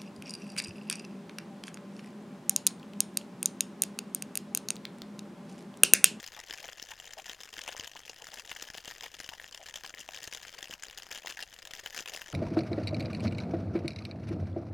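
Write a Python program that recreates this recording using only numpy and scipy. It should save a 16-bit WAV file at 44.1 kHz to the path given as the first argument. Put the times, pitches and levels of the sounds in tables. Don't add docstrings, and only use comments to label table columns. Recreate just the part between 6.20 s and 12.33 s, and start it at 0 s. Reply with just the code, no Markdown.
import sys
import numpy as np
from scipy import signal
from scipy.fft import rfft, irfft
from scipy.io import wavfile
from scipy.ndimage import uniform_filter1d

SR = 44100
rng = np.random.default_rng(int(sys.argv[2]) if len(sys.argv) > 2 else 0)


def store_wav(level_fs):
    pcm = np.round(np.clip(np.atleast_2d(level_fs), -1, 1) * 32767)
    wavfile.write(sys.argv[1], SR, pcm.T.astype(np.int16))


N = 270316
RING_SAMPLES, KNOCK_S = 1024, 0.005


def amp(db):
    return 10 ** (np.asarray(db) / 20)


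def evened(x):
    return x / np.sqrt(np.mean(x ** 2) + 1e-20)


def read(points, hz):
    point_hz, value = np.transpose(points)
    return np.interp(np.log(hz + 1), np.log(point_hz), value)


def noise(spectrum):
    hz = np.fft.rfftfreq(N, 1 / SR)
    white = rfft(rng.standard_normal(N))
    return evened(irfft(white * amp(read(spectrum, hz)), N))


def place(start_s, sounds):
    first = np.round(np.clip(start_s, 0, None) * SR).astype(int)
    at = first[:, None] + np.arange(sounds.shape[1])
    return np.bincount(at.ravel(), sounds.ravel(), N)[:N]


def pitches(hz, octaves, count):
    return hz * 2 ** (octaves * rng.standard_normal(count))


def strike(modes, pitch_hz, focus_db, vary_db, click, crush_s):
    hz = np.fft.rfftfreq(RING_SAMPLES, 1 / SR)
    t = np.arange(RING_SAMPLES) / SR
    count = len(pitch_hz)
    gain = np.zeros((count, len(hz)))
    for centre_hz, width_hz, level_db in modes:
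        spot, load, wet = rng.standard_normal((3, count, 1))
        away_db = focus_db * abs(np.log2(centre_hz / pitch_hz))[:, None]
        half_width_hz = width_hz * np.exp(0.19 * wet) / 2
        offset = (hz - centre_hz - 0.17 * width_hz * load) / half_width_hz
        gain += amp(level_db + vary_db * spot - away_db) / (1 + offset ** 2)

    log_gain = np.log(np.hstack([gain, gain[:, -2:0:-1]]) + 1e-9)
    causal = np.exp(np.conj(signal.hilbert(log_gain, axis=1)))[:, :len(hz)]

    age = t / (crush_s * np.exp(0.51 * rng.standard_normal((count, 1))))
    crunch = rng.standard_normal((count, RING_SAMPLES)) * np.sqrt(age) * np.exp(-age)
    contact = click + rfft(crunch / np.linalg.norm(crunch, axis=1, keepdims=True))

    blows = irfft(causal * contact, RING_SAMPLES)
    return blows * np.sqrt(KNOCK_S * SR) / np.linalg.norm(blows, axis=1, keepdims=True)


def bubble(hz, cycles, rise_per_s):
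    t = np.arange(2 * RING_SAMPLES) / SR
    turns = hz[:, None] * t * (1 + rise_per_s * t)
    return np.sin(2 * np.pi * turns) * (1 - np.exp(-turns)) * np.exp(-turns / cycles)


# hz [Hz], density_db [relative dB per Hz]
RUMBLE_SPECTRUM = [(30, 7), (120, -2), (220, -10.5), (380, -7), (900, -38), (18000, -54)]


def rumble():
    return amp(-69) * noise(RUMBLE_SPECTRUM)


# arrival_s [s], level_db [relative dB], pile_up_s [s]
ARM_STROKES = [(0.03, -48.5, 0.079), (0.18, -48.5, 0.094), (0.32, -48.0, 0.077), (0.455, -47.5, 0.13),
               (0.629, -53.5, 0.12), (0.719, -50.5, 0.056), (0.885, -50.5, 0.12), (0.999, -49.5, 0.045),
               (1.096, -46, 0.07), (1.227, -51.5, 0.11), (1.361, -49, 0.051), (1.481, -47, 0.12),
               (1.625, -47, 0.083), (1.771, -53.5, 0.11), (1.906, -52, 0.1), (2.056, -49, 0.1),
               (2.167, -46.5, 0.056), (2.326, -47.5, 0.12), (2.449, -48, 0.079), (2.57, -48, 0.059),
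               (2.7, -47, 0.11), (2.842, -47.5, 0.048), (2.983, -51, 0.12), (3.089, -53, 0.091),
               (3.227, -55.5, 0.12), (3.388, -53.5, 0.13), (3.485, -48, 0.037), (3.572, -49.5, 0.046),
               (3.664, -47.5, 0.056), (3.793, -50.5, 0.083), (3.958, -49.5, 0.1), (4.055, -50.5, 0.073),
               (4.161, -51, 0.11), (4.26, -52, 0.13), (4.39, -49.5, 0.12), (4.527, -50.5, 0.082),
               (4.678, -51, 0.1), (4.797, -49.5, 0.08), (4.949, -47, 0.092), (5.096, -46.5, 0.084),
               (5.211, -49.5, 0.049), (5.369, -54, 0.11), (5.501, -49, 0.11), (5.64, -48.5, 0.11),
               (5.78, -44.5, 0.067), (5.911, -48.5, 0.096), (5.98, -48, 0.084), (6.103, -48.5, 0.07)]
FLIGHT_DB = -58


def churning():
    t = np.arange(0, N / SR + .002, .002)
    arrival_s, level_db, pile_up_s = np.transpose(ARM_STROKES)
    swell = np.exp(-(2 * (t[:, None] - arrival_s) / pile_up_s) ** 2)
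    power = (amp(level_db) ** 2 * swell).sum(1) + amp(FLIGHT_DB) ** 2
    return np.interp(np.arange(N) / SR, t, np.sqrt(power))


# centre_hz [Hz], width_hz [Hz], level_db [relative dB]
WALL_MODES = [(1763, 364, 0.5), (2060, 1130, -9.5), (2807, 354, -7), (3160, 430, -5), (3560, 770, -9)]
SNAP_MODES = [(4220, 1300, -5), (5074, 660, 2), (6070, 770, -11.5), (6510, 1300, -0.5), (7130, 550, -2.5)]
FIZZ_MODES = [(9300, 2600, 2.5), (11820, 460, -4), (12870, 1400, -1), (15000, 1200, -3),
              (17800, 1500, -0.5)]
END_MODES = [(203, 510, 7), (525, 184, -7.5), (733, 240, -7.5), (963, 310, -4)]


def chips(per_s, spread_db):
    start_s = np.flatnonzero(rng.random(N) < per_s / SR) / SR
    size_db = spread_db * np.minimum(rng.exponential(1, len(start_s)), 3)
    layers = (
        (WALL_MODES, 2500, -4),
        (SNAP_MODES, 5700, -6),
        (FIZZ_MODES, 11500, -15),
        (END_MODES, 750, -14),
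    )
    out = np.zeros(N)
    for modes, hz, level_db in layers:
        pitch_hz = pitches(hz, 0.2, count=120)
        ticks = strike(modes, pitch_hz, focus_db=13, vary_db=5, click=0.47, crush_s=0.00076)
        gain = amp(size_db + 3.7 * rng.standard_normal(len(start_s)))
        chosen = ticks[rng.integers(0, len(ticks), len(start_s))]
        layer = place(start_s, gain[:, None] * chosen)
        local_power = abs(uniform_filter1d(layer ** 2, size=3000))
        out += amp(level_db) * layer / np.sqrt(local_power + 0.018 * np.mean(layer ** 2))
    return out * churning()


def froth(per_s):
    start_s = np.flatnonzero(rng.random(N) < per_s / SR) / SR
    size, pitch = rng.standard_normal((2, len(start_s)))
    bubbles = bubble(640 * np.exp(0.24 * pitch), cycles=2.54, rise_per_s=1.6)
    mix = place(start_s, amp(9.4 * np.tanh(size))[:, None] * bubbles)
    return amp(-16.5) * evened(mix) * churning()


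# hz [Hz], density_db [relative dB per Hz]
SPRAY_SPECTRUM = [(200, -15), (550, -10), (1300, 7), (1780, 7), (3000, 6), (7000, -5.5), (9000, -5.5),
                  (18000, -32)]


def spray():
    return amp(-14.0) * noise(SPRAY_SPECTRUM) * churning()


CUBE_DB, CUBE_SCATTER_DB, CUBE_SNAP_DB = 1.5, 1.5, -3.5
CUBE_SPREAD, CUBE_HZ = 1.25, 2600


def light_cubes(count):
    arrival_s, level_db, pile_up_s = np.repeat(ARM_STROKES, count, axis=0).T
    total = len(arrival_s)
    turn = (np.arange(total) % count + rng.random(total)) / count - .5
    force, pitch, snap = rng.standard_normal((total, 3)).T
    start_s = arrival_s + CUBE_SPREAD * pile_up_s * turn
    wall_db = level_db + CUBE_DB + CUBE_SCATTER_DB * force
    wall_hz = CUBE_HZ * 2 ** (0.2 * pitch)
    snap_db = wall_db + CUBE_SNAP_DB + 3.1 * snap
    return knocks(np.transpose([start_s, wall_db, wall_hz, snap_db]))


# start_s [s], wall_db [relative dB], wall_hz [contact pitch, Hz], snap_db [relative dB]
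HARD_KNOCKS = [(0.064, -47, 2780, -43), (0.0763, -47.5, 2700, -42), (0.3089, -36.5, 2840, -39.5),
               (0.3374, -40, 2120, -40), (0.403, -46, 2930, -50), (0.488, -40.0, 2670, -65),
               (0.5981, -42.5, 2520, -46), (0.6261, -49, 3060, -38), (0.7161, -40, 2250, -54),
               (0.8003, -42.5, 2380, -47), (0.9357, -57, 2890, -43.5), (1.096, -36.5, 3050, -43.5),
               (1.2344, -45.5, 2770, -43.5), (1.33, -46.0, 2470, -57), (1.3816, -40.5, 2390, -45),
               (1.391, -37.5, 2640, -47), (1.4155, -42.5, 3040, -41), (1.478, -37.5, 2820, -53),
               (1.4861, -36, 2490, -46.5), (1.5662, -45, 1930, -43), (1.5973, -39, 3100, -38.5),
               (1.645, -44.5, 2630, -44.5), (1.6757, -41.5, 2650, -45), (1.7657, -43.5, 2430, -50.5),
               (1.8961, -42, 2700, -41), (2.1736, -45, 2190, -51.0), (2.1967, -42.0, 2640, -42.5),
               (2.3, -45.5, 2940, -52.5), (2.3161, -36.5, 2580, -55), (2.3631, -42, 1950, -53.0),
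               (2.4245, -41, 2720, -37.5), (2.502, -43.0, 2490, -44), (2.5501, -47, 3140, -48.0),
               (2.5814, -43.0, 3000, -50), (2.6789, -40.5, 2950, -45.5), (2.8091, -41.0, 2650, -44.5),
               (2.8402, -41, 2660, -48), (2.863, -42.5, 2150, -61), (3.0016, -41.5, 2350, -41),
               (3.043, -43.5, 2920, -44.5), (3.0905, -37.5, 2770, -46), (3.1351, -42.5, 2460, -50.0),
               (3.1987, -40.5, 2100, -57), (3.2432, -43, 2530, -54), (3.3254, -45.5, 3080, -46.0),
               (3.3469, -42, 2900, -43.0), (3.4644, -48.0, 2590, -46.5), (3.541, -40.5, 2760, -45),
               (3.5578, -38, 3220, -40), (3.651, -42.5, 2190, -50), (3.7407, -41.5, 2030, -68),
               (3.8098, -43, 2800, -47.5), (3.8894, -40.5, 2800, -50), (3.9464, -41.5, 2870, -44),
               (3.9743, -42, 2900, -56), (4.0312, -46, 2580, -43.5), (4.0406, -44.0, 2570, -41),
               (4.076, -45, 3030, -41.5), (4.1263, -39.5, 2290, -43.5), (4.136, -44.0, 2830, -42),
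               (4.1487, -38.5, 2840, -40.0), (4.2514, -44, 2170, -55), (4.2818, -45.5, 2580, -47.5),
               (4.428, -38.5, 2860, -43), (4.4424, -45, 2750, -47.5), (4.51, -41, 3050, -46.0),
               (4.5379, -38.5, 2570, -44.5), (4.624, -48, 2990, -45), (4.6352, -40, 2340, -38.5),
               (4.7759, -48, 2720, -43), (4.9146, -40.0, 2400, -43), (4.9256, -46.5, 2650, -42),
               (4.9486, -44.5, 2370, -45), (4.957, -40, 2750, -45), (5.0606, -44, 2900, -42.5),
               (5.0721, -36, 2290, -40.5), (5.1, -39.5, 3000, -41.5), (5.1719, -39.5, 1840, -48),
               (5.1916, -39.5, 1840, -48), (5.2047, -42, 3200, -47.5), (5.226, -37, 2670, -39.5),
               (5.51, -45.5, 2310, -48), (5.5359, -41, 2590, -43), (5.5961, -46.5, 2490, -45),
               (5.6611, -34.5, 2570, -45.0), (5.7463, -41, 2070, -44), (5.7774, -39, 2560, -40),
               (5.7896, -38, 2990, -40), (5.8055, -48, 3050, -39.5), (5.859, -39.5, 2500, -50),
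               (5.8765, -39.5, 2880, -48), (5.8965, -41.5, 2840, -44), (5.9362, -41, 2680, -42),
               (5.9477, -39.5, 2760, -46.5), (6.0174, -39, 2260, -51.5)]


def knocks(rows):
    start_s, wall_db, wall_hz, snap_db = np.transpose(rows)
    count = len(start_s)
    snap_hz = pitches(5560, 0.29, count)
    fizz_hz = pitches(10900, 0.29, count)
    body_hz = pitches(790, 0.37, count)
    wall = strike(WALL_MODES, wall_hz, focus_db=21.0, vary_db=1.0, click=0.56, crush_s=0.0013)
    snap = strike(SNAP_MODES, snap_hz, focus_db=16.0, vary_db=1.5, click=0.38, crush_s=0.0012)
    fizz = strike(FIZZ_MODES, fizz_hz, focus_db=18, vary_db=3.5, click=0.3, crush_s=0.0019)
    body = strike(END_MODES, body_hz, focus_db=13.0, vary_db=4.5, click=1, crush_s=0.002)
    blow_db = np.maximum(snap_db - 14.5, wall_db - 20.0)
    fizz_db = blow_db + 0.65 * start_s + 2.8 * rng.standard_normal(count)
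    ring = amp(wall_db - 0.5)[:, None] * (wall + amp(-12.5) * body)
    crack = amp(snap_db - 0.6)[:, None] * snap + amp(fizz_db)[:, None] * fizz
    return place(start_s - .0005, ring + crack)


# [centre, Hz]
SLOSHES = [(0.182, -46.5, 910), (0.445, -47.5, 760), (0.72, -47.5, 870), (0.987, -43, 786),
           (2.017, -52.5, 815), (2.135, -50.5, 780), (2.844, -49, 848), (3.131, -47.5, 910),
           (3.412, -49, 720), (5.941, -49.5, 593)]


def gulps():
    start_s, level_db, pitch_hz = np.repeat(SLOSHES, repeats=9, axis=0).T
    late, size = rng.standard_normal((len(start_s), 2)).T
    bubbles = bubble(pitch_hz * np.exp(0.12 * size), cycles=1.75, rise_per_s=2.3)
    return place(start_s - .003 + 0.008 * late, amp(level_db + 8.0)[:, None] * bubbles)


# start_s [s], level_db [relative dB], pitch_hz [Hz]
HEAVY_SLAMS = [(0.338, -51.5, 650), (0.489, -48.5, 615), (0.625, -52, 280), (1.479, -41, 860),
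               (1.491, -40.5, 710), (1.549, -45, 660), (1.596, -48, 335), (1.757, -45.5, 870),
               (1.897, -49, 407), (2.425, -48.5, 450), (2.502, -50, 398), (2.55, -45, 676),
               (2.679, -47, 477), (3.002, -50, 392), (3.644, -45.5, 865), (3.889, -41.5, 715),
               (4.077, -49, 425), (4.498, -47.5, 404), (5.048, -44.5, 794), (5.06, -47.5, 760),
               (5.805, -46.5, 454), (5.95, -48, 530)]


def slams():
    start_s, level_db, pitch_hz = np.transpose(HEAVY_SLAMS)
    thuds = strike(END_MODES, pitch_hz, focus_db=24.5, vary_db=3.5, click=1.75, crush_s=0.0011)
    return place(start_s, amp(level_db)[:, None] * thuds)


# hz [Hz], t60_s [s]
KITCHEN_DECAY = [(3000, 0.079), (16000, 0.19)]


def kitchen(x):
    taps = rng.choice([-1., 1.], SR // 2) * (rng.random(SR // 2) < 3000 / SR)
    taps[:round(.004 * SR)] = 0
    hz, t, bins = signal.stft(taps, SR, nperseg=256)
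    decay = amp(-60 * t / read(KITCHEN_DECAY, hz)[:, None])
    tail = signal.istft(bins * decay, SR, nperseg=256)[1]
    return signal.fftconvolve(x, tail / np.linalg.norm(tail))[:N]


def scene():
    ice = chips(per_s=280, spread_db=6.0) + light_cubes(count=2) + knocks(HARD_KNOCKS)
    liquid = froth(per_s=260) + spray() + gulps()
    shaker = ice + liquid + slams()
    mono = shaker + amp(-13.5) * kitchen(shaker) + rumble()
    return mono * amp([[1.8], [-2.2]])


EDGE_HZ = 18200


def record(dry):
    lowpass = signal.firwin(511, EDGE_HZ, window=("kaiser", 9), fs=SR)
    return signal.oaconvolve(dry, lowpass[None], "same")


dry = scene()
out = record(dry)
store_wav(out)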